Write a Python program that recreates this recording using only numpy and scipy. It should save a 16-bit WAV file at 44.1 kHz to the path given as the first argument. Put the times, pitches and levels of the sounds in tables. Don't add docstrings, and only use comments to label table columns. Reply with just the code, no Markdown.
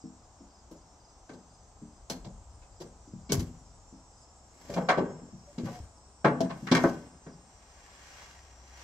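import sys
import numpy as np
from scipy import signal
from scipy.fft import rfft, irfft, next_fast_len
from scipy.io import wavfile

SR = 44100
rng = np.random.default_rng(int(sys.argv[2]) if len(sys.argv) > 2 else 0)


def bounce(signal):
    frames = np.transpose(np.atleast_2d(signal))
    limited = np.clip(frames, -1, 1)
    pcm = np.round(limited * 32767).astype(np.int16)
    wavfile.write(sys.argv[1], SR, pcm)


N = 389403
TIME = np.arange(N) / SR
EDGES = 28 * 2 ** (np.arange(29) * 0.3265)
CENTRES = np.sqrt(EDGES[1:] * EDGES[:-1])
# [frequency_hz, correlation]
LIKENESS = [(250, 0.98), (500, 0.89), (1000, 0.67), (2000, 0.029), (6000, 0.17), (13000, -0.2)]


def from_db(db):
    return 10 ** (np.asarray(db) / 20)


def rms_one(x):
    return x / np.sqrt(np.mean(x ** 2) + 1e-20)


def in_time(rows):
    return np.interp(TIME, *np.transpose(rows))


def at_hz(points, hz):
    f, value = np.transpose(points)
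    return np.interp(np.log(hz), np.log(f), value)


def add(out, s, sound):
    i = int(s * SR)
    sound = sound[..., max(-i, 0):]
    i = max(i, 0)
    out[..., i:i + sound.shape[-1]] += sound[..., :N - i]


def dying(t, t60):
    return np.exp(-np.log(1000) * t / t60)


def drift(rate):
    return np.interp(TIME * rate, np.arange(4000), rng.standard_normal(4000))


def swell(s, db, swell_s, fade_s):
    range_db = 23
    distance = np.maximum((s - TIME) / swell_s, (TIME - s) / fade_s)
    return from_db(db - range_db * distance)


def noise_bands(ripple_db=0, ripple_hz=24):
    size, bands = next_fast_len(N), []
    bin_hz = np.arange(size // 2 + 1) * SR / size
    peaks = np.interp(bin_hz / ripple_hz, np.arange(4000), rng.standard_normal(4000))
    spectrum = rfft(rng.standard_normal((2, 2, size))) * from_db(ripple_db * np.minimum(peaks, 2))
    noise = irfft(spectrum, size)[..., :N]
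    for k, hz in enumerate(CENTRES):
        sos = signal.butter(2, EDGES[k:k + 2], "band", fs=SR, output="sos")
        if hz > 7000:
            sos = np.vstack([sos, sos])
        mid, side = signal.sosfilt(sos, noise[k % 2])
        alike = np.clip(at_hz(LIKENESS, hz), -1, 1)
        bands.append(rms_one(np.sqrt(1 + alike) * mid + np.sqrt(1 - alike) * side * [[1], [-1]]))
    return np.array(bands)


def coloured(bands, spectrum):
    gains = from_db(at_hz(spectrum, CENTRES)) * np.sqrt(CENTRES)
    return rms_one(np.tensordot(gains, bands, 1))


def mode(t, hz, t60):
    skew = rng.normal() * np.arccos(np.clip(at_hz(LIKENESS, hz), -1, 1)) / 2
    phase = rng.uniform(0, 2 * np.pi) + np.array([[skew], [-skew]])
    return np.sin(2 * np.pi * hz * t + phase) * dying(t, t60)


def woods(bands, air_db=-61, hiss_db=-69.7, hiss_edge_hz=8800, rumble_db=-65.5, hum_hz=64.4):
    # [frequency_hz, relative_density_db]
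    air_spectrum = [(60, -9.5), (110, -3), (480, -8.5), (760, -2.5), (1100, -8), (1800, -21.5), (4500, -23),
                    (7000, -39), (15000, -46)]
    # [frequency_hz, relative_density_db]
    hiss_spectrum = [(3700, -22), (4600, -5), (5200, 3), (6500, -6), (7600, -7), (8600, -12)]
    # [peak_s, level_db, swell_s, fade_s]
    surges = [(2.4, -52, 0.99, 0.97), (3.4, -51.5, 0.49, 0.71)]
    # [time_s, level_db]
    hum_level = [(0, -63.5), (8.15, -61), (8.4, -54)]
    air = from_db(air_db) * coloured(bands, air_spectrum)
    hiss = coloured(bands, hiss_spectrum)
    hiss = signal.sosfilt(signal.cheby1(10, 1, hiss_edge_hz, fs=SR, output="sos"), hiss)
    surging = from_db(rumble_db) + sum(swell(*surge) for surge in surges)
    rumble = surging * coloured(bands, [(28, -3.5), (45, 1), (100, -7), (300, -70)])
    hum_cycles = np.cumsum(hum_hz + 2 * drift(11.0)) / SR
    hum = from_db(in_time(hum_level) + 2 * drift(7.7)) * np.sin(2 * np.pi * hum_cycles)
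    return air + from_db(hiss_db) * hiss + rumble + hum


def whine(climb_per_s=0.002, count=120):
    # [frequency_hz, relative_db]
    chorus = [(5250, -1), (6500, -3), (7550, -1), (8750, -8)]
    # [time_s, gain_db]
    chorus_gain = [(2.2, -75.5), (3.6, -73)]
    # [frequency_hz, level_db]
    held_tones = [(6550, -81), (7060, -80.5), (7240, -79.5), (7560, -73.5)]
    out, t = np.zeros((2, N)), TIME[:3 * SR]
    waver = np.cumsum(7 * drift(50)) / SR
    flutter = from_db(4 * drift(24))
    arch = np.sin(np.pi * t / t[-1])
    for hz in np.linspace(chorus[0][0], chorus[-1][0], count):
        start, i = rng.integers(-len(t), N), rng.integers(N - len(t))
        cycles = hz * t * (1 + climb_per_s * t / 2) + waver[i:i + len(t)]
        gain = from_db(at_hz(chorus, hz) + rng.normal())
        turns = cycles % 1 + rng.random((2, 1)) / 2
        sine = np.sin((2 * np.pi * turns).astype(np.float32))
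        add(out, start / SR, gain * arch * flutter[i:i + len(t)] * sine)
    out *= from_db(in_time(chorus_gain))
    for hz, db in held_tones:
        pitch_hz = hz * (1 - .014 * dying(TIME, 12)) + 10 * drift(40)
        cycles = np.cumsum(pitch_hz) / SR
        gain = from_db(db + 3 * drift(1.5) + 2.5 * drift(20))
        out += gain * np.sin(2 * np.pi * (cycles + rng.random((2, 1)) / 2))
    return out


def bird(start_hz=5090, droop_hz_per_s2=650000, spacing_s=.044, lead_db=-4, trees_t60=.25):
    # [start_s, phrase_count]
    bouts = [(-.035, 1), (0.543, 3), (2.76, 2), (4.17, 1), (7.28, 1)]
    phrase_every_s, phrase_note_s, phrase_db = .498, .034, -64
    pips_from_s, pips_every_s, pip_note_s, pip_db = .19, .578, .022, -66.5
    fade_db_per_s = .3
    out, calls = np.zeros(N), []
    for s, count in bouts:
        for k in range(round(count)):
            calls.append((s + k * phrase_every_s, phrase_note_s, phrase_db, (-1, 0, 1)))
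    for s in np.arange(pips_from_s, TIME[-1], pips_every_s):
        calls.append((s, pip_note_s, pip_db, (0, 1)))
    for s, length, db, notes in calls:
        t = TIME[:int(length * SR)]
        shape = np.abs(np.sin(np.pi * np.sqrt(t / length)))
        for k in notes:
            lead = k < 0
            hz = start_hz * (1 - .025 * lead) + rng.normal(0, 35)
            cycles = np.cumsum(hz - droop_hz_per_s2 * t ** 2) / SR
            note_db = db + lead_db * lead - fade_db_per_s * s + rng.normal(0, 1.5)
            note = from_db(note_db) * shape * np.sin(2 * np.pi * cycles)
            add(out, min(s + k * spacing_s, TIME[-1]), note)
    scatter = rng.standard_normal((2, SR)) * dying(TIME[:SR], trees_t60)
    return out + signal.oaconvolve(out[None], scatter / np.linalg.norm(scatter))[:, :N]


def groans(waver=0.0098):
    # [start_s, level_db, mean_pitch_hz, length_s]
    slips = [(5.465, -50, 575, 0.062), (5.707, -46.5, 727, 0.11)]
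    out = np.zeros(N)
    for s, db, hz, length in slips:
        t = TIME[:int(length * SR)]
        cycles = np.cumsum(hz * (1 + waver * drift(124)[:len(t)])) / SR
        add(out, s, from_db(db) * np.sin(np.pi * t / length) * np.sin(2 * np.pi * cycles))
    return out


def webbing(bands, catches_per_s=200, catch_db=-1, catch_s=.002):
    # [fastest_slip_s, level_db, swell_s, fade_s, tautness_0_to_1]
    pulls = [(4.729, -45.5, 0.24, 0.23, 0.71), (5.658, -48, 0.02, 0.058, 0.76),
             (5.755, -49, 0.38, 0.17, 0.66), (6.842, -38, 0.33, 0.18, 0.79), (8.22, -50.5, 1, 0.46, 0),
             (8.83, -50.5, 0.28, .3, 0)]
    # [frequency_hz, relative_density_db]
    taut_spectrum = [(300, 11.5), (800, -5.5), (2000, -11), (3500, -14), (6500, -5.5), (9800, -40.5),
                     (12200, -4), (15500, -37)]
    # [frequency_hz, relative_density_db]
    loose_spectrum = [(250, -24), (500, -1), (1900, 3.5), (3700, -5.5), (6500, -2.5), (9800, -24),
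                      (11800, -21), (15500, -25)]
    catches = (rng.random(N) < catches_per_s / SR) * rng.exponential(1, N)
    ringing = signal.lfilter([1], [1, -np.exp(-1 / (catch_s * SR))], catches)
    grain = rms_one(1 + from_db(catch_db) * ringing)
    tight = grain * coloured(bands, taut_spectrum)
    loose = np.sqrt(grain) * coloured(bands, loose_spectrum)
    out = 0
    for *stroke, taut in pulls:
        out = out + swell(*stroke) * (loose + np.clip(taut, 0, 1) * (tight - loose))
    return out


def thuds(level_db=-6.0, t60=0.33, rise_s=0.0013):
    # [start_s, relative_db, base_pitch_hz]
    shifts = [(0.039, -37, 253.5), (0.404, -47.5, 279), (1.817, -39.5, 232.6), (2.262, -39, 180.3),
              (3.073, -50, 300), (3.136, -37, 181), (3.334, -28, 142.2), (3.377, -26.5, 97.6),
              (3.926, -46, 253), (4.988, -26, 300), (5.219, -41.5, 236.8), (5.327, -40, 186.5),
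              (5.635, -29, 177.5), (5.802, -37, 79.7), (6.627, -34, 197)]
    cluster = [(.66, -0.5), (.83, 1), (1, 3.5), (1.24, -0.5), (1.8, -9.5)]   # (pitch ratio, relative dB)
    out, t = np.zeros((2, N)), TIME[:SR // 2]
    for s, db, hz in shifts:
        panel = 0
        for ratio, mode_db in cluster:
            panel = panel + from_db(mode_db) * mode(t, hz * ratio * rng.normal(1, 0.025), t60)
        add(out, s, from_db(db + level_db) * np.minimum(t / rise_s, 1) * panel)
    return out


def contacts(usual_contact_s=0.0046, snap_clank_db=-5.5, knock_tick_db=-23):
    # [start_s, clack_db, thump_rel_clack_db, steel_rel_clack_db, tick_rel_steel_db,
    # ring_hz, ring_rel_db, contact_s]
    snaps = [(0.711, -55, 0.5, -18, 1, 323, 8.5, 0.0027), (2.098, -45.5, 5.5, -0.5, -4, 4300, 3, 0.0028),
             (2.8, -48.5, -1, -10, -9, 360, 12, 0.017), (3.32, -40, 10, 1, 1.5, 403, 7.5, 0.00096),
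             (3.393, -59, 23, 5, -0.5, 193, 1, 0.0038), (4.738, -49, -14, -3.5, -11.5, 2380, 8, 0.0022),
             (6.405, -37.5, 8.5, -10.5, -12, 662, 17, 0.0018)]
    # [start_s, clack_db, thump_rel_clack_db, clank_rel_clack_db,
    # clink_rel_clack_db, ring_hz, ring_rel_db, contact_s]
    knocks = [(1.292, -52, 1.5, -9, -15.5, 1560, 7, 0.0036), (1.333, -58, 6, -32, -9, 2546, 3, 0.003),
              (2.244, -48, -11, -23.5, -11, 160, -2, 0.0059), (2.615, -66, -25, -6.5, -8, 2550, 9, 0.011),
              (3.292, -52, 17, -3.5, 3, 2250, 12.5, 0.011), (4.694, -44, 2.5, -37, -19, 573, 11, 0.0082),
              (4.76, -29.5, -6.5, -16, -29, 174.7, 14, 0.018),
              (4.886, -25, -11, -0.5, -15.5, 728, 3, 0.0073), (4.969, -27, -4, -19, -28, 365.5, 7.5, 0.015),
              (5.58, -52.5, 14.5, -8, -4.5, 236, 8, 0.0057), (5.656, -46.5, -6, -5.5, -22, 770, 3, 0.031),
              (6.244, -24.5, 2, -2.5, -23.5, 855, 4.5, 0.0057),
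              (6.494, -42, -29, -6.5, -15.5, 1065, 4.5, 0.013),
              (6.668, -50, 0, 10.5, -4.5, 1920, 3, 0.0076), (6.713, -28, 5.5, -6.5, -6, 253.5, 6, 0.0073),
              (6.749, -35, 1, 5.5, -4, 1834, 2, 0.0014), (6.768, -35, 7, -1.5, -14, 2120, 7, 0.0018),
              (6.839, -26.5, 1, -5.5, -59, 336, 8, 0.00087), (7.264, -55, 8, -6, -24, 154, 2, 0.0034)]
    # [frequency_hz, relative_db, t60_s]
    buckle_modes = [(1480, 9.5, 0.07), (3050, 4, 0.089), (5420, 9, 0.054), (5980, 10, 0.086),
                    (7110, -4, .12)]
    # [frequency_hz, relative_db, t60_s]
    hook_modes = [(1276, -4, .18), (1525, -2.5, 0.37), (1673, -7.5, 0.11), (1817, -15.5, 0.099),
                  (2155, -1, 0.17), (2310, 3, 0.15)]
    for s, db, thump_db, steel_db, tick_db, hz, ring_db, contact_s in snaps:
        colour_db = (thump_db, 0, steel_db + snap_clank_db, steel_db, steel_db + tick_db)
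        yield s, db, colour_db, hz, ring_db, contact_s, buckle_modes
    for s, db, thump_db, clank_db, clink_db, hz, ring_db, contact_s in knocks:
        tick_db = knock_tick_db - 20 * np.log10(contact_s / usual_contact_s)
        colour_db = (thump_db, 0, clank_db, clink_db, clink_db + tick_db)
        yield s, db, colour_db, hz, ring_db, contact_s, hook_modes


def blows(bands, crack_db=4, crack_t60=0.14, tail_db=-19, tail_t60=1.0, rattle_db=4, grit_db=3):
    # [frequency_hz, relative_db]
    common_colour = [(45, -65), (80, -20), (115, -18), (165, 3), (260, 3), (700, 2), (1500, 5.5), (2600, 3),
                     (5500, 11.5), (7500, 9), (9800, -2), (12300, 12), (15500, -9)]
    # [frequency_hz, t60_s]
    ring_time = [(80, 1), (250, 0.4), (700, 0.43), (1800, 0.24), (5000, 0.027), (13000, 0.11)]
    # [frequency_hz, relative_db, t60_s]
    panel_modes = [(173.8, -6, 0.54), (247.5, 2, 0.51), (332.4, 8, 0.16), (407.3, -1.5, 0.4),
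                   (549.7, 1.5, 0.26), (667, 4.5, 0.24), (734, 1, 0.27), (881, 4.5, 0.14), (1082, 5, 0.2)]
    noisy_db, panels_db, struck_t60 = -8.5, -6.5, .22
    tail_top_hz = 3500
    out, t = np.zeros((2, N)), TIME[:SR // 2]
    early = SR // 30
    rattle = from_db(tail_db + rattle_db * drift(45))
    crack = from_db(crack_db + grit_db * drift(250))
    for s, db, colour_db, hz, ring_db, contact_s, own_modes in contacts():
        hardness = list(zip((260, 650, 1600, 4200, 11500), colour_db))
        gains = from_db(noisy_db + at_hz(hardness, CENTRES) + at_hz(common_colour, CENTRES))
        i, hit = rng.integers(N - len(t)), 0
        snap = crack[i:i + len(t)] * dying(t, crack_t60)
        tail = rattle[i:i + len(t)] * dying(t, tail_t60)
        for band, centre, gain, t60 in zip(bands, CENTRES, gains, at_hz(ring_time, CENTRES)):
            attack = np.minimum(t / (contact_s + 1 / centre), 1)
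            band_tail = tail if centre < tail_top_hz else tail * dying(t, tail_t60)
            envelope = attack * (dying(t, t60) + snap + band_tail)
            crowd = band[:, i:i + len(t)] * envelope
            hit = hit + gain * crowd / np.sqrt(np.mean(crowd[:, :early] ** 2))
        tones = from_db(ring_db + at_hz(hardness, hz)) * mode(t, hz, struck_t60)
        for mode_hz, mode_db, t60 in panel_modes:
            spot_db = rng.normal(0, 2.5)
            gain = from_db(panels_db + mode_db + at_hz(hardness, mode_hz) + spot_db)
            tones += gain * mode(t, mode_hz, t60)
        for mode_hz, mode_db, t60 in own_modes:
            tones += from_db(mode_db + at_hz(hardness, mode_hz)) * mode(t, mode_hz, t60)
        add(out, s, from_db(db) * (hit + np.minimum(t / contact_s, 1) * tones))
    return out


def scene(left_db=1.0, lean_hz=1500):
    resonant = noise_bands(ripple_db=4.5)
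    mix = blows(resonant) + thuds() + webbing(resonant) + groans() + woods(noise_bands())
    lows = signal.lfilter(*signal.butter(1, lean_hz, fs=SR), mix)
    leaning = mix + lows * (from_db([[left_db], [-left_db]]) - 1)
    return leaning + bird() + whine()


def record(dry, cutoff_hz=15650):
    return signal.sosfilt(signal.ellip(12, .2, 80, cutoff_hz, fs=SR, output="sos"), dry)


dry = scene()
out = record(dry)
bounce(out)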